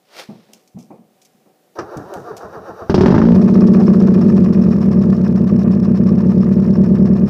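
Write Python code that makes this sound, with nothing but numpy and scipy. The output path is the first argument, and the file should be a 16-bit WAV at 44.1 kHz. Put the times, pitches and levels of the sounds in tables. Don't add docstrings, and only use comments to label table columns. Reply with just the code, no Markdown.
import sys
import numpy as np
from scipy import signal
from scipy.fft import rfft, irfft, next_fast_len
from scipy.io import wavfile
from scipy.ndimage import uniform_filter1d, minimum_filter1d

SR = 44100
rng = np.random.default_rng(int(sys.argv[2]) if len(sys.argv) > 2 else 0)


def unload_audio(sound):
    columns = np.transpose(np.atleast_2d(sound))
    steps = np.round(np.clip(columns, -1, 1) * 32767)
    wavfile.write(sys.argv[1], SR, steps.astype(np.int16))


N = 321489
TIME = np.arange(N) / SR
FIRST_FIRING_S, RUNS_FROM_S = 2.897, 3.335


def undb(db):
    return 10 ** (np.asarray(db) / 20)


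def unit(x):
    return x / np.sqrt(np.mean(x ** 2))


def steady(envelope, seconds=0.11):
    return envelope / np.sqrt(uniform_filter1d(envelope ** 2, int(seconds * SR)))


def between(start, stop, fade=0.0018):
    return np.clip((TIME - start) / fade, 0, 1) * np.clip((stop - TIME) / fade, 0, 1)


def shape(x, response):
    size = next_fast_len(N + SR // 2)
    return irfft(rfft(x, size) * response(np.fft.rfftfreq(size, 1 / SR) + 1e-3), size)[:N]


def noise(colour):
    hz, db = np.transpose(colour)
    white = rng.standard_normal(N)
    return unit(shape(white, lambda f: undb(np.interp(np.log(f), np.log(hz), db, left=-120, right=-120))))


def flicker(rate, db):
    knots = np.arange(0, N / SR + 1, 1 / rate)
    return undb(db * np.interp(TIME, knots, rng.standard_normal(len(knots))))


def swell(s, db, rise, fall):
    return undb(db - rise * np.maximum(s - TIME, 0) - fall * np.maximum(TIME - s, 0))


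def decays(times, dbs, t60s, rise=0.0015):
    power = np.zeros(N)
    for s, db, t60 in np.broadcast(times, dbs, t60s):
        start = int(s * SR)
        age = TIME[:min(SR, N - start)]
        blow = undb(db - 60 * age / max(t60, .005)) * (1 - np.exp(-age / rise))
        power[start:start + len(age)] += blow ** 2
    return np.sqrt(power)


def pulses(times, sizes):
    index, part = np.divmod(np.asarray(times) * SR, 1)
    index = index.astype(int)
    return np.bincount(np.r_[index, index + 1], np.r_[sizes * (1 - part), sizes * part], N)[:N]


def air(level_db=-60):
    # (frequency [Hz], level [dB])
    colour = [(29, -54), (50, -25.5), (91, -19.5), (162, -0.5), (317, -2.5), (565, -1), (701, -7), (753, 4),
              (809, -11), (1160, -13), (1340, -15), (8710, -22.5), (15500, -21.5)]
    return noise(colour) * undb(level_db) * flicker(7.8, 1.3)


def grass(rustle_db=-53, rustle_fade_db_per_s=28, tail_db=-19, tail_t60=0.59):
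    # (peak time [s], level [dB], rise [dB/s], fall [dB/s])
    scuff_swell = (0.2, -31.5, 239, 315)
    # (time [s], level [dB], ring time [s])
    tick_events = [(0.533, -42, 0.058), (0.6754, -50, 0.024), (0.787, -53, 0.24), (1.216, -54.5, 0.14),
                   (1.249, -47.5, 0.04), (1.971, -40.5, 0.036), (2.138, -36, 0.029), (2.367, -38, 0.063)]
    # (frequency [Hz], level [dB])
    scuff_colour = [(88, -45), (150, -10), (193, -2), (274, -9), (346, 4), (618, 4), (985, 0), (1290, -0.5),
                    (5230, -3), (7270, -14), (15500, -21)]
    tick_colour = [(1350, -30), (2300, -1), (4220, -2.5), (4790, 2.5), (6090, 5), (8940, -5), (12000, -7),
                   (15500, -12)]
    rustle = swell(scuff_swell[0], rustle_db, 140, rustle_fade_db_per_s) * between(0, 0.61)
    scuff = unit(noise(scuff_colour) * flicker(400, 2.13)) * np.hypot(swell(*scuff_swell), rustle)
    s, tick_db, t60 = np.transpose(tick_events)
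    ticks = decays(s, tick_db, t60, rise=0.000095) + decays(s, tick_db + tail_db, tail_t60)
    return scuff + noise(tick_colour) * ticks * flicker(500, 3.9)


def bumps(boom_t60=0.24, knock_t60=0.23, rock_db=-10, rock_t60=0.57):
    # (time [s], boom [dB], knock [dB])
    blows = [(0.287, -29.5, -34.5), (0.489, -50, -48), (0.534, -52, -50), (0.746, -30, -58),
             (0.765, -33, -39.5), (0.901, -35.5, -33.5), (0.988, -42, -59), (1.345, -53, -65),
             (1.456, -57, -48.5)]
    # (frequency [Hz], level [dB])
    boom_colour = [(35, -60), (60, -36), (125, -3.5), (205, 6.5), (243, 5), (269, -34), (335, -6),
                   (450, -36), (580, -46), (990, -120)]
    knock_colour = [(180, -35), (300, 3), (796, -6), (1200, -18), (1300, -20), (1550, -37), (2500, -28),
                    (3250, -67), (5500, -120)]
    s, boom_db, knock_db = np.transpose(blows)
    boom = np.hypot(decays(s, boom_db, boom_t60, rise=0.0043),
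                    decays(s, boom_db + rock_db, rock_t60, rise=0.027))
    knock = np.hypot(decays(s, knock_db, knock_t60, rise=0.005),
                     decays(s, knock_db + rock_db, rock_t60, rise=0.025))
    return noise(boom_colour) * boom + noise(knock_colour) * knock


def starter(on_s=1.752, off_s=2.93, teeth=62, swing=0.156, gear_db=-35, whine_db=-36.5, brush_db=-59.5,
            chug_db=3.5, chug_db_per_s=1.6, ease_db_per_s=2.5, clunk_db=-17):
    # (time [s], puff [dB])
    strokes = [(1.787, -32.5), (1.957, -27.5), (2.158, -30), (2.308, -37), (2.44, -34.5), (2.566, -35),
               (2.695, -37.5), (2.816, -36)]
    # (frequency [Hz], level [dB])
    gear_colour = [(150, -25), (250, -7.5), (270, -29.5), (316, 0.5), (396, 0.5), (437, 4), (575, -6.5),
                   (640, 1), (843, -7.5), (1350, -5.5), (1880, -19), (2060, -38.5), (2600, -42),
                   (3380, -67), (5720, -120)]
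    brush_colour = [(1290, -32.5), (2200, -3), (3060, -5), (3310, -14), (3800, 0), (4420, -11), (4570, 0.5),
                    (4990, -7), (5680, 0.5), (7460, -20), (15000, -13.5)]
    clunk_colour = [(88, -38), (150, -30), (362, 9.5), (485, -12), (1280, -4.5), (2480, -26), (2820, -27),
                    (3450, -36), (3850, -32), (5760, -22.5), (6920, -39), (12000, -56), (15600, -85),
                    (22000, -120)]
    s, puff_db = np.transpose(strokes)
    stroke = np.interp(TIME, np.r_[s, 2 * s[-1] - s[-2]], np.arange(len(s) + 1))
    age = np.clip(TIME - on_s, 0, off_s - on_s)
    mesh_hz = teeth * np.interp(TIME, s, 1 / np.gradient(s)) * (1 - swing * np.sin(2 * np.pi * stroke))
    mesh = 2 * np.pi * np.cumsum(mesh_hz * flicker(90, 0.165)) / SR
    whine = sum(undb(db) * flicker(45, 4) * np.sin(k * mesh / 2)
                for k, db in enumerate((12, 10.5, 4.5, 8, -8), start=2))
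    grind = noise(gear_colour) * flicker(140, 1.3)
    bite_db = (chug_db + chug_db_per_s * age) * np.cos(2 * np.pi * (stroke + 0.0076)) - ease_db_per_s * age
    spin_up = 1 - np.exp(-age / 0.018)
    gears = spin_up * undb(bite_db) * (undb(gear_db) * unit(grind) + undb(whine_db) * unit(whine))
    brushes = undb(brush_db + 3 * np.cos(2 * np.pi * (stroke + 0.12))) * noise(brush_colour)
    puffs = noise([(52, -25), (75, -2.5), (200, -1.5), (280, -7.5)]) * decays(s, puff_db, 0.33, rise=0.0024)
    clunk = noise(clunk_colour) * decays(s[:1], clunk_db, 0.12, rise=0.0013)
    return between(on_s, off_s) * (gears + brushes) + puffs + clunk


def crankshaft(idle_hz=8.4, flare_hz=15.4):
    # (time [s], four-stroke cycle rate [Hz])
    speed = [(2.9, 4.629), (3.02, 9.268), (3.12, 12.889), (3.25, 14.241), (3.41, 15.461), (3.55, 15.613),
             (3.78, 15.344), (4.12, 14.3), (4.63, 10.805), (4.94, 9.447), (5.23, 8.756), (5.5, 8.443),
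             (5.94, 8.395), (6.73, 9.394), (7.02, 9.355), (7.3, 9.6)]
    hz = np.interp(TIME, *np.transpose(speed))
    turn = np.cumsum(hz) / SR
    turn += 1 / 4 - np.interp(FIRST_FIRING_S, TIME, turn)
    return turn, (hz - idle_hz) / (flare_hz - idle_hz)


def valve(x, corner_hz):
    return shape(x, lambda f: np.exp(-(f / corner_hz) ** 2 / 2))


def pipe(x, damping=0.89, echo=0.27, echo_ms=21.4, low_hz=58):
    # (frequency [Hz], width before damping [Hz], level [dB])
    resonances = [(75.4, 12, -6.5), (115.2, 46, -7), (187.5, 25.9, 7), (227.6, 29.8, 3.5), (351.7, 32, -6),
                  (456, 64, -12), (588.7, 30, -11.5), (887, 17, -18)]

    def response(f):
        modes = sum((-1) ** k * undb(db) / (1 + 1j * (f * f - hz * hz) / (f * width * damping))
                    for k, (hz, width, db) in enumerate(resonances))
        round_trip = 1 + echo * np.exp(-2j * np.pi * f * echo_ms / 1000)
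        s = 1j * f / low_hz
        return modes * round_trip * s * s / (s * s + s + 1)
    return shape(x, response)


def baffles(x, bounce=0.44, chambers_ms=(4.654, 7.3)):
    def response(f):
        a, b = (np.exp(-2j * np.pi * f * ms / 1000) for ms in chambers_ms)
        return (a - bounce) / (1 - bounce * a) / a * (b - bounce) / (1 - bounce * b) / b
    return shape(x, response)


def running_level(load, idle_db, flare_db, settle_db_per_s):
    return undb(idle_db + flare_db * load - settle_db_per_s * (TIME - RUNS_FROM_S))


def loose_metal(turn, tick_db=-59):
    beats = np.interp(np.arange(1, turn[-1], 1 / 4) + 0.092, turn, TIME)
    ticks = decays(beats, tick_db + 4 * rng.standard_normal(len(beats)), 0.028, rise=0.00025)
    return ticks * noise([(4500, -1.5), (5400, 0.5), (7000, 3.5), (10500, -11), (12200, 5),
                          (13500, -6), (15500, -9.5)])


def gas(turn, load, whistle_db=-2, whistle_hz=5360):
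    # (place [cycles], half length [cycles], roar [dB], hiss [dB], hiss change in the flare [dB])
    gusts = [(0.158, 0.047, -8, -4, -11), (0.458, 0.11, -4.5, -3, -2.5), (.62, .055, -0.5, -3.5, -8),
             (.74, .04, -15.5, -4.5, -5.5), (.93, 0.12, -7, -11.5, -3)]
    # (frequency [Hz], level [dB])
    roar_colour = [(400, -7), (700, 6), (820, -8), (900, -2.5), (1000, -1), (1170, 1.5), (1450, -10.5),
                   (1750, -7), (2000, -15), (2380, -17.5), (2490, -11.5), (2620, -20.5), (2770, -18),
                   (3600, -41)]
    hiss_colour = [(1900, -19), (2800, -9), (3300, -5.5), (4000, -3.5), (4800, -2), (5900, -4.5),
                   (7100, -14), (9900, -22), (11300, -23), (12200, -18), (13100, -26), (15500, -30.5)]
    roar_flow, hiss_flow = .17, .1
    for place, length, roar_db, hiss_db, flare_db in gusts:
        gust = np.exp(-(((turn - place + .5) % 1 - .5) / length) ** 2)
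        roar_flow += gust * undb(roar_db)
        hiss_flow += gust * undb(hiss_db + flare_db * load)
    whistle = noise([(whistle_hz - 750, -30), (whistle_hz, 0), (whistle_hz + 750, -30)])
    roar = steady(roar_flow * flicker(230, 1.7) * flicker(25, 2.7)) * noise(roar_colour)
    whistle *= steady(hiss_flow ** 2 * flicker(40, 3.7), seconds=0.46)
    hiss = steady(hiss_flow * flicker(160, 4.5)) * noise(hiss_colour) + undb(whistle_db) * whistle
    return roar * running_level(load, -36, 3, 0.82) + hiss * running_level(load, -53, 2.5, 1)


def cough():
    # (peak time [s], level [dB], rise [dB/s], fall [dB/s])
    bark = (3.802, -25, 330, 400)
    return noise([(400, -10), (600, 0), (770, -1), (950, -9), (1700, -18), (2200, -30)]) * swell(*bark)


def catching(turn, thud_peak_db=4, shove_db=-28, crack_db=6, snap_db=8, muffle_hz=7000,
             thud_rise_db_per_s=8, crack_fade_db_per_s=144, blast_fade_db_per_s=46):
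    # (thud [dB], crack [dB], gas blast [dB], time to burn clean [s])
    cylinders = [(3, -10, -23.5, 0.3), (-2.5, -8.5, -32, .13), (1.5, -8.5, -23.5, 0.29),
                 (0.5, -11, -29.5, 0.17)]
    # (frequency [Hz], level [dB])
    crack_colour = [(150, -21), (250, 1.5), (298, -14), (367, 0), (507, -27), (611, -13), (670, -24),
                    (885, -20), (983, -23.5), (1700, -29.5), (4000, -63), (5200, -78.5), (8800, -120)]
    blast_colour = [(1650, -25), (2800, -1.5), (3600, -5), (5410, -2), (7700, -24), (10000, -34),
                    (12200, -33), (15500, -37)]
    count = len(cylinders)
    firing = np.arange(1, count * np.interp(RUNS_FROM_S, TIME, turn)).astype(int)
    s = np.interp(firing / count, turn, TIME)
    age = s - FIRST_FIRING_S
    push_db, burn_db, gas_db, clean_s = np.array(cylinders)[firing % count].T
    pushes = valve(pulses(s, undb(push_db + thud_rise_db_per_s * age)), corner_hz=740)
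    thuds = pipe(pushes, damping=2.03, echo=0.47, low_hz=61)
    thuds *= undb(thud_peak_db) / np.abs(thuds).max()
    slow_db = 20 * np.log10(np.gradient(s) / np.gradient(s).min())
    shoves = noise([(30, -27), (60, -11.5), (90, 10.5), (150, -3.5)]) * decays(s, shove_db + slow_db, 0.72)
    burn_db = burn_db - 6.5 * np.exp(-age / 0.092)
    fade_db = crack_fade_db_per_s * np.maximum(age - clean_s, 0)
    burns = decays(s, burn_db - fade_db + crack_db, 0.12, rise=0.00056)
    snaps = decays(s, burn_db - 0.71 * fade_db + snap_db, 0.0096, rise=0.0001)
    cracks = noise(crack_colour) * (burns + snaps)
    cracks = shape(cracks, lambda f: 1 / (1 + 1j * f / muffle_hz) ** 2)
    blasts = noise(blast_colour) * decays(s, gas_db - blast_fade_db_per_s * age, 0.11, rise=0.0013)
    return thuds + shoves + cracks + blasts


def throb(turn, load, scatter_db=1.4, jitter_s=.00004, suck=0.34, valve_open_cycles=.164):
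    # (place [cycles], header delay [ms], size at idle [ratio], size in the flare [ratio])
    cylinders = [(0.036, 1.52, 0.56, 0.96), (.3, 2.95, 0.51, 0.46), (.608, 2.78, .25, 1.09),
                 (0.781, 1.912, 0.66, 1.04)]
    cycles, flow = np.arange(int(turn[-1]) + 1), 0
    for place, delay_ms, idle, flare in cylinders:
        timing, strength = rng.standard_normal((len(cycles), 2)).T
        for angle, sign in ((place, 1), (place + valve_open_cycles, -suck)):
            s = np.interp(cycles + angle, turn, TIME) + delay_ms / 1000 + jitter_s * timing
            size = (idle + (flare - idle) * np.interp(s, TIME, load)) * undb(scatter_db * strength)
            flow += pulses(s, sign * size * (s > RUNS_FROM_S) * (s < TIME[-1]))
    drive = np.clip(load, 0, 1)
    flow = valve(flow, corner_hz=502) / (1 + drive)
    steepening = shape(flow, lambda f: .7 * np.exp(-((f - 360) / 70) ** 2) - .61 * np.exp(-(f / 135) ** 4))
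    exhaust = baffles(pipe(flow + drive * steepening))
    exhaust /= np.std(exhaust[TIME > RUNS_FROM_S])
    return exhaust * running_level(load, idle_db=-9.5, flare_db=2, settle_db_per_s=.05)


def scene():
    turn, load = crankshaft()
    running = between(RUNS_FROM_S - .03, 9, fade=0.021)
    engine = throb(turn, load) + running * (gas(turn, load) + loose_metal(turn))
    return (engine + catching(turn) + cough() + starter() + bumps() + grass() + air())[None]


def record(dry, ceiling=.97, look_s=.002, top_hz=15900):
    span = int(look_s * SR)
    headroom = np.minimum(1, ceiling / (np.abs(dry) + 1e-9))
    gain = uniform_filter1d(minimum_filter1d(headroom, 2 * span + 1), span)
    return signal.sosfilt(signal.ellip(8, .2, 70, top_hz, fs=SR, output="sos"), dry * gain)


dry = scene()
out = record(dry)
unload_audio(out)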